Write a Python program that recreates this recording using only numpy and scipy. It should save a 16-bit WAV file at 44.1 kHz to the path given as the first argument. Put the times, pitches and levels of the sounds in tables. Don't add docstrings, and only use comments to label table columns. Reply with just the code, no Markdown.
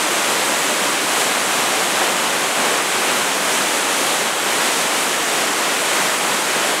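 import sys
import numpy as np
from scipy import signal
from scipy.fft import rfft, irfft
from scipy.io import wavfile
from scipy.ndimage import uniform_filter1d

SR = 44100
rng = np.random.default_rng(int(sys.argv[2]) if len(sys.argv) > 2 else 0)


def pcm_store(signal):
    levels = np.round(np.clip(np.atleast_2d(signal), -1, 1) * 32767)
    wavfile.write(sys.argv[1], SR, levels.astype(np.int16).T)


N = 299880

LOWEST_HZ, TOP_HZ = 70, 15700


def undb(db):
    return 10 ** (np.asarray(db) / 20)


def level(x, db=0):
    rms = np.sqrt(np.mean(x ** 2))
    return x * undb(db) / rms


def bin_hz():
    return np.maximum(np.arange(N // 2 + 1) * SR / N, 1)


def colour(x, points):
    hz, db = np.transpose(points)
    gain = undb(np.interp(np.log(bin_hz()), np.log(hz), db))
    return irfft(rfft(x) * gain, N)


def walk(rate):
    hold = max(int(SR / rate), 1)
    steps = np.repeat(rng.standard_normal(N // hold + 1), hold)
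    smooth = uniform_filter1d(uniform_filter1d(steps, hold), hold)
    return level(smooth[:N])


def surges():
    # time of reaching full height in seconds, seconds held there,
    # dB the plunge lifts the lows, dB the spray lifts the hiss.
    breakers = [(0.29, 0.039, 1.5, 0.8), (0.53, 0.18, 1, 1.2), (0.82, 0.052, 1.6, 1), (1.15, 0.055, 1.1, 2),
                (1.58, .25, 1.8, 1), (1.99, 0.033, 3.5, 1.5), (2.18, 0.13, 1.1, .2),
                (2.65, 0.059, 3.2, 1.4), (3.10, .11, 1.7, 1.2), (3.52, 0.22, 1, 1.5), (4.00, .12, 0.9, 1.4),
                (4.53, .26, 1.2, 2), (5.01, .04, 0.1, 1.5), (5.28, .13, .5, 0.8), (5.94, .13, 1.5, 1),
                (6.27, 0.059, 1.5, 0.3), (6.58, 0.098, 2.1, 1)]
    # time in seconds, level in dB before centring.
    boil_level = [(0, 0.5), (1.8, 0.18), (2.45, -0.16), (4.0, 0.37), (4.33, -0.1), (4.65, 0.15), (5.6, 0),
                  (5.95, 0.5), (6.8, -0.16)]
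    rise_s, fall_s = 0.1, 0.12
    churn_plunge_share, churn_spray_share = 0.46, 0.15
    spray_follows = 2.1

    t = np.arange(N) / SR
    plunge, spray = np.zeros(N), np.zeros(N)
    for at, hold, plunge_db, spray_db in breakers:
        height = np.interp(t, [at - rise_s, at, at + hold, at + hold + fall_s], [0, 1, 1, 0])
        plunge += plunge_db * height
        spray += spray_db * height
    churn = churn_plunge_share * plunge + churn_spray_share * spray
    boil = np.interp(t, *np.transpose(boil_level))
    swells = np.array([plunge + boil, churn + boil, spray + spray_follows * boil])
    return swells - swells.mean(axis=1, keepdims=True)


def far_roar(hz, ratio):
    offset = np.clip(np.log(bin_hz() / hz) / np.log(ratio), -1, 1)
    band_gain = np.cos(np.pi / 2 * offset)
    return level(irfft(rfft(rng.standard_normal(N)) * band_gain, N))


def near_bubbles(hz, per_s, cycles, rise, spread_db):
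    born = rng.random(N) < per_s / SR
    strength = undb(spread_db * np.clip(rng.standard_normal(N), -2, 2))
    polarity = np.sign(rng.standard_normal(N))
    age = np.linspace(0, 1, int(cycles * SR / hz) + 2)
    decay = np.exp(-np.log(1000) * age)
    ring = decay * np.sin(2 * np.pi * cycles * age * (1 + rise * age / 2))
    return level(signal.oaconvolve(born * (strength * polarity), ring)[:N])


def whitewater(near_db=-7, bubbles_per_s=900, flicker_db=0.33, flicker_rate=14,
               slosh_db=0.32, slosh_rate=16, count=24):
    # frequency in Hz, relative level in dB per Hz.
    water = [(50, -60.0), (80, -39), (115, -17.5), (185, -6.5), (300, -2), (550, 0.0), (1100, -0.24),
             (3200, -5), (4000, -8), (5100, -11), (7900, -8), (10000, -12), (13000, -20), (15500, -30)]
    breaker_hz = [500, 1997, 10000]

    surges_db = surges() + slosh_db * walk(slosh_rate)
    pitches = np.geomspace(LOWEST_HZ, TOP_HZ, count)
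    out = np.zeros(N)
    for hz in pitches:
        far = far_roar(hz, pitches[1] / pitches[0])
        per_s = bubbles_per_s * hz / breaker_hz[1]
        near = near_bubbles(hz, per_s, cycles=13, rise=0.15, spread_db=4)
        shares = np.array([np.interp(np.log(hz), np.log(breaker_hz), part)
                           for part in np.eye(len(breaker_hz))])
        swell_db = shares @ surges_db + flicker_db * walk(flicker_rate)
        out += np.sqrt(hz) * undb(swell_db) * (far + undb(near_db) * near)
    return level(colour(out, water), -18)


def gate_rumble(heave_db=0.5, heave_rate=4):
    # frequency in Hz, relative level in dB per Hz.
    rumble = [(12, -34), (20, -6), (38, 3), (70, 0), (80, -6), (100, -31), (180, -120)]
    turbulence = colour(rng.standard_normal(N), rumble)
    return level(turbulence * undb(heave_db * walk(heave_rate)), -65)


def scene():
    river = whitewater() + gate_rumble()
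    return np.array([river, river])


def record(dry):
    low_pass = signal.ellip(12, 0.1, 80, TOP_HZ, fs=SR, output="sos")
    return signal.sosfilt(low_pass, dry)


dry = scene()
out = record(dry)
pcm_store(out)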